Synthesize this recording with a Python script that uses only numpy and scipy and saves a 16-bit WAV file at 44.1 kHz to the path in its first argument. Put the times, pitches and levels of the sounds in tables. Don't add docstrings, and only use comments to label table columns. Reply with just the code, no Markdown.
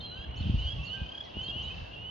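import sys
import numpy as np
from scipy import signal
from scipy.fft import rfft, irfft, next_fast_len
from scipy.io import wavfile
from scipy.ndimage import map_coordinates

SR = 44100
rng = np.random.default_rng(int(sys.argv[2]) if len(sys.argv) > 2 else 0)


def store_pcm(level_fs):
    pcm = np.round(np.clip(level_fs, -1, 1) * 32767).astype(np.int16)
    wavfile.write(sys.argv[1], SR, np.atleast_2d(pcm).T)


N = 92610

PEEP_ATTACK_S, PEEP_RELEASE_S, PEEP_BEND = .014, .005, .78


def amp(db):
    return 10 ** (np.asarray(db) / 20)


def unit(x):
    return x / np.sqrt(np.mean(x ** 2) + 1e-20)


def clock(start=0):
    return np.arange(N) / SR - start


def wobble(rate):
    knots = rng.standard_normal(2000)
    return map_coordinates(knots, [np.arange(N) * rate / SR], mode='wrap')


def filtered(x, response):
    m = next_fast_len(N + SR // 2)
    return irfft(rfft(x, m) * response(np.fft.rfftfreq(m, 1 / SR)), m)[..., :N]


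def colour_gain(spectrum):
    f, db = np.transpose(spectrum)
    return lambda hz: amp(np.interp(np.log(hz + 1), np.log(f), db))


def level_curve(table, trim_db=0):
    return amp(np.interp(clock(), *np.transpose(table)) + trim_db)


def noise_pair(alike, size):
    a, b = rng.standard_normal((2, size))
    u = np.arccos(np.clip(alike, -1, 1)) / 2
    common, opposed = np.cos(u) * a, np.sin(u) * b
    return np.array([common + opposed, common - opposed])


def rush(spectrum, alike):
    return unit(filtered(noise_pair(alike, N), colour_gain(spectrum)))


def gate(t, length, attack, release):
    rise = np.clip(t / attack, 0, 1)
    fall = np.clip((length - t) / release + .5, 0, 1)
    return np.sin(np.pi / 2 * rise) * np.sin(np.pi / 2 * fall)


def glide(t, length, first_hz, last_hz, bend):
    return first_hz + (last_hz - first_hz) * np.clip(t / length, 0, 1) ** bend


def tone(hz):
    cycles = np.cumsum(hz) / SR + rng.random()
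    return np.sqrt(2) * np.sin(2 * np.pi * cycles)


def panned(x, pan_db):
    return unit(amp(np.array([[pan_db], [-pan_db]]) / 2)) * x


def frog_voice(hz, under_db, overtones_db):
    hz = hz * (1 + .002 * wobble(150))
    levels = [under_db, 0, -22 + overtones_db, -32.5 + overtones_db]
    return sum(amp(db) * tone(hz * k / 2) for k, db in enumerate(levels, 1))


def swell(t, length, end_db, rise_db):
    return end_db + rise_db * (np.clip(t / length, 0, 1) - 1)


def peeps():
    # start in seconds, length in seconds, first and last pitch in Hz,
    # end level in dB before flutter, left over right in dB, undertone against the main harmonic in dB,
    # change of the overtones in dB, flutter depth in dB (the sign only inverts it).
    calls = [(0, .065, 3046, 3260, -45, -2, -36, -3, 2.5), (0.098, .15, 2779, 3320, -47, 0, -13, 1, 3.5),
             (0.351, .075, 2587, 2660, -57.5, 0, -25.5, -3.5, 3),
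             (0.559, .175, 2788, 3328, -41, -4.5, -26.5, -1.5, 3),
             (0.609, .085, 2732, 3028, -40.5, -1.5, -30.5, 2, 1.5),
             (.785, 0.1, 2620, 2768, -44, -7.5, -30, -8, 0),
             (.855, .105, 2736, 3057, -38, -7.5, -32.5, -2, 3),
             (1.338, .18, 2761, 3295, -40, -2, -29.5, -4.5, 4),
             (1.498, .122, 2700, 3086, -39, 1.5, -37, -4.5, -0.5),
             (1.57, .155, 2670, 3102, -41.5, -5.5, -31, -3.5, -2),
             (1.68, .11, 2478, 2725, -50, 1.5, -25, -1, 9),
             (1.81, .08, 2610, 2710, -50.5, -1, -24, -4, 4.5),
             (1.906, 0.048, 3040, 3250, -55.5, -2, -27.5, -8, 8),
             (1.91, 0.042, 2775, 2864, -45.5, 2.5, -28, -5, -0.5),
             (1.956, .15, 2694, 3043, -43, -5.5, -33, -7.5, 1)]
    out = np.zeros((2, N))
    for s, length, first_hz, last_hz, db, pan_db, under_db, overtones_db, flutter_db in calls:
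        t = clock(s)
        level = amp(swell(t, length, db, 3.5) + flutter_db * np.tanh(wobble(130)))
        hz = glide(t, length, first_hz, last_hz, PEEP_BEND)
        voice = frog_voice(hz, under_db, overtones_db)
        out += panned(voice * level * gate(t, length, PEEP_ATTACK_S, PEEP_RELEASE_S), pan_db)
    return out


def whistles():
    # start in seconds, length in seconds, first and last pitch in Hz, level in dB,
    # left over right in dB.
    notes = [(0, .13, 4340, 4030, -49, -3), (.12, .09, 4030, 3880, -59, -3),
             (.775, .065, 1130, 1120, -56, -2), (.875, .045, 1260, 1255, -60, 0),
             (.93, .10, 1565, 1575, -51, 4), (.965, .105, 2490, 2520, -52.5, 2),
             (1.248, .03, 2150, 1950, -61, 0), (1.685, .05, 1060, 1040, -62, 0)]
    # start in seconds, length in seconds, foot and top of the silent fundamental in Hz,
    # level of the third harmonic in dB.
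    squeak_rows = [(1.236, .026, 1130, 1470, -61)]
    fade_s, bend = .025, .55
    out = np.zeros((2, N))
    for s, length, first_hz, last_hz, db, pan_db in notes:
        t = clock(s)
        voice = tone(glide(t, length, first_hz, last_hz, bend) * (1 + .001 * wobble(120)))
        out += panned(amp(db) * voice * gate(t, length, fade_s, fade_s), pan_db)
    s, length, foot_hz, top_hz, db = squeak_rows[0]
    t = clock(s)
    hz = foot_hz + (top_hz - foot_hz) * np.sin(np.pi * np.clip(t / length, 0, 1))
    squeak = tone(3 * hz) + .5 * tone(4 * hz)
    return out + amp(db) * squeak * gate(t, length, .004, .0037)


def woods(x):
    t60_s, build_s, trunks_s = .87, .014, .03
    wood_db, trunks_db, alike = -8, -10, .6
    t = np.arange(SR) / SR
    tail = noise_pair(alike, SR) * amp(-60 * t / t60_s) * (1 - np.exp(-t / build_s))
    trunks = noise_pair(alike, SR) * np.exp(-t / trunks_s)
    answer = (amp(wood_db) * unit(tail) + amp(trunks_db) * unit(trunks)) / np.sqrt(SR)
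    return x + signal.fftconvolve(x, answer, axes=1)[:, :N]


def far_chorus():
    # time in seconds, level of the far chorus in dB before the two layer levels.
    chorus = [(0.0, -55), (0.43, -48.5), (0.81, -46.5), (1.07, -49), (1.19, -56), (1.39, -48),
              (1.54, -44.5), (1.77, -50.5), (2.1, -55)]
    # frequency in Hz, relative level in dB.
    far_frogs = [(2000, -42), (2500, -11.5), (2750, -4.5), (2950, -3.5), (3220, -7), (3450, -11),
                 (4400, -35.5), (5200, -43.5), (7000, -75)]
    count, length, centre_hz, rise_hz = 40, .1303, 2693, 375.1
    blur_db, peep_db, pan_db = -9, -5, -2.5
    calls = np.zeros((2, N))
    for k, (when, pitch, loud, side) in enumerate(rng.uniform(-1, 1, (count, 4))):
        t = clock((k + when) / count * N / SR - length / 2)
        hz = centre_hz * (1 + .06 * pitch)
        call = tone(glide(t, length, hz, hz + rise_hz, PEEP_BEND)) * gate(t, length, .01, .041)
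        calls += panned(amp(1.4 * loud) * call, 5 * side)
    blur = amp(blur_db + 4.4 * wobble(7.2)) * rush(far_frogs, alike=.75)
    chorus_mix = blur + amp(peep_db) * unit(woods(calls))
    return panned(level_curve(chorus) * chorus_mix, pan_db)


def outdoor_air():
    # frequency in Hz, relative level in dB.
    air = [(25, -16.5), (70, -3.5), (200, 4), (350, 0.5), (650, 1), (1000, -3.5), (1400, -11), (2200, -13),
           (3400, -12), (4500, -33.5), (5400, -37.5), (6700, -38.5), (7600, -58.5), (10500, -47.5),
           (14000, -57)]
    # frequency in Hz, side over mid in dB.
    air_side = [(40, -13.5), (200, -4), (400, -1), (650, 5), (1100, 5), (2000, 0.5), (5000, 3.5)]
    # time in seconds, level of the treble hiss in dB before its trim.
    treble = [(0, -72), (.15, -89.5), (0.331, -92), (.41, -68), (0.601, -66.5), (1.021, -70), (1.55, -73),
              (1.8, -65.5), (1.999, -74), (2.1, -91)]
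    # frequency in Hz, relative level of the hiss in dB.
    treble_colour = [(1200, -27.5), (1900, -0.5), (3700, 4.5), (4700, 1.5), (5400, -6), (6600, -12.5),
                     (7500, -44), (11000, -29), (13000, -44.5)]
    mid, side = rush(air, alike=0)
    side = filtered(side, colour_gain(air_side))
    hiss = level_curve(treble, trim_db=9.5) * rush(treble_colour, alike=.3)
    wide = unit(np.array([mid + side, mid - side]))
    return amp(-49.5 + .5 * wobble(5.6)) * wide + hiss


def handling():
    # time in seconds, level of the deep handling rumble in dB before its trim.
    rumble = [(0.0, -47), (0.17, -53), (0.2, -38.5), (0.24, -59), (0.27, -42), (0.48, -37), (0.56, -33.5),
              (0.6, -32.5), (0.66, -35), (0.7, -42.5), (0.79, -30), (0.87, -60.5), (0.9, -38),
              (0.95, -57.5), (1.02, -38), (1.13, -56.5), (1.29, -54.5), (1.39, -42), (1.47, -47.5),
              (1.84, -44), (1.85, -52), (2.1, -49)]
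    # frequency in Hz, relative level of the rumble in dB.
    rumble_colour = [(20, -31.5), (38, -15.5), (60, -2), (85, -5.5), (130, -14), (250, -49.5), (600, -87.5)]
    # time in seconds, level of the lighter rubbing in dB before its trim.
    rub = [(0.0, -47.5), (0.33, -52), (0.48, -33.5), (0.54, -32), (0.6, -48.5), (0.68, -50.5), (0.76, -44),
           (0.91, -45), (0.96, -54.5), (1.02, -39), (1.09, -55), (1.3, -61.5), (1.37, -39), (1.4, -46),
           (1.54, -49), (1.55, -40), (1.63, -54.5), (1.67, -41), (1.69, -49.5), (2.1, -54)]
    # frequency in Hz, relative level of the rubbing in dB.
    rub_colour = [(50, -27), (110, 0.5), (190, -6.5), (320, -22), (600, -47.5), (1500, -84)]
    # centre of the bump in seconds, peak level in dB, width of the driving pulse in seconds.
    bumps = [(0.409, -26.5, 0.001), (.459, -25, .0012), (0.469, -31, 0.00074), (0.498, -18, 0.001),
             (0.544, -17, 0.0014), (0.564, -23.5, 0.0048), (.652, -26.5, 0.0031), (0.788, -26.5, 0.0016),
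             (1.017, -31, 0.0011), (1.370, -29, 0.00045), (1.488, -33, 0.00056), (1.562, -34, 0.00082),
             (1.819, -32, 0.0031)]
    case_hz, case_width_hz = 70, 38
    lead_rad = .55

    def case(f):
        damping = 1j * f * case_width_hz
        return damping / (case_hz ** 2 - f ** 2 + damping)

    def port_phase(hz):
        return np.exp(.5j * lead_rad * np.minimum(hz / 20, 1) * np.array([[1], [-1]]))

    out = level_curve(rumble, trim_db=-.5) * rush(rumble_colour, alike=.97)
    out += level_curve(rub, trim_db=-1.5) * rush(rub_colour, alike=1.0)
    for s, db, width in bumps:
        u = clock(s) / width
        bump = filtered(u * np.exp(-u ** 2 / 2), case)
        out += amp(db) * bump / np.abs(bump).max()
    return filtered(out, port_phase)


def rustles():
    # start in seconds, length in seconds, centre in Hz, width in octaves, level in dB.
    ticks = [(.002, .012, 3700, .06, -47.5), (0.239, 0.0081, 1850, .15, -56.5),
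             (0.273, .05, 2250, .15, -61), (1.254, .014, 3300, .35, -57), (1.294, 0.0083, 4900, .12, -61),
             (1.697, .21, 1650, 0.093, -64.5)]
    out = np.zeros((2, N))
    for s, length, centre_hz, octaves, db in ticks:
        def bell(hz):
            return np.exp(-.5 * (np.log2((hz + 1) / centre_hz) / octaves) ** 2)

        band = filtered(noise_pair(.89, N), bell)
        out += amp(db) * unit(band) * gate(clock(s), length, length / 2, length / 2)
    return out


def trills():
    # start in seconds, length in seconds, pulses per second, first and last pitch in Hz,
    # end level in dB, swell in dB, left over right in dB.
    calls = [(0.167, .345, 31, 2682, 3128, -42, 5, -7), (0.964, .262, 34.5, 2907, 3360, -36, 10, 0.5)]
    sharpness, under_db, overtones_db = 2.9, -21, -2
    out = np.zeros((2, N))
    for s, length, rate, first_hz, last_hz, db, swell_db, pan_db in calls:
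        t = clock(s)
        pulses = np.abs(np.sin(np.pi * rate * t)) ** (2 * sharpness)
        level = amp(swell(t, length, db, swell_db)) * gate(t, length, PEEP_ATTACK_S, PEEP_RELEASE_S)
        voice = frog_voice(glide(t, length, first_hz, last_hz, 1), under_db, overtones_db)
        out += panned(voice * pulses * level, pan_db)
    return out


def chips():
    # start in seconds, level in dB, pitch of the lower voice in Hz,
    # level of its closing drop in dB against the hold.
    calls = [(0.354, -55.5, 4250, -1.5), (.577, -61.5, 3980, -18.5), (0.83, -56, 4400, -0.5),
             (1.413, -56, 4290, 1.5), (1.616, -55, 3920, -14)]
    from_hz, to_hz, sweep_s, sweep_length_s, sweep_db = 4500, 7375, .015, .03, -10.5
    delay_s, hold_s, drop_s, fall_hz = .014, .048, .014, 800
    out = np.zeros((2, N))
    for s, db, hz, drop_db in calls:
        t = clock(s)
        sweep = tone(to_hz + (from_hz - to_hz) * np.exp(-np.maximum(t, 0) / sweep_s))
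        sweep *= amp(sweep_db) * gate(t, sweep_length_s, .004, .03)
        t = t - delay_s
        drop = np.clip((t - hold_s) / drop_s, 0, 1)
        lower = tone(hz - fall_hz * drop + 55 * wobble(140))
        lower *= amp(drop_db * drop + 3.2 * wobble(140)) * gate(t, hold_s + drop_s, .012, .008)
        out += amp(db) * (panned(sweep, -2) + panned(lower, -6))
    return out


def frog_arrival(hz):
    lead_s = .00003
    return np.exp(-1j * np.pi * hz * lead_s * np.array([[1], [-1]]))


def scene():
    frogs = filtered(peeps() + trills(), frog_arrival)
    among_trees = woods(frogs + chips() + whistles() + rustles())
    return among_trees + far_chorus() + outdoor_air() + handling()


def record(dry):
    return filtered(dry, lambda hz: hz < 13200)


dry = scene()
out = record(dry)
store_pcm(out)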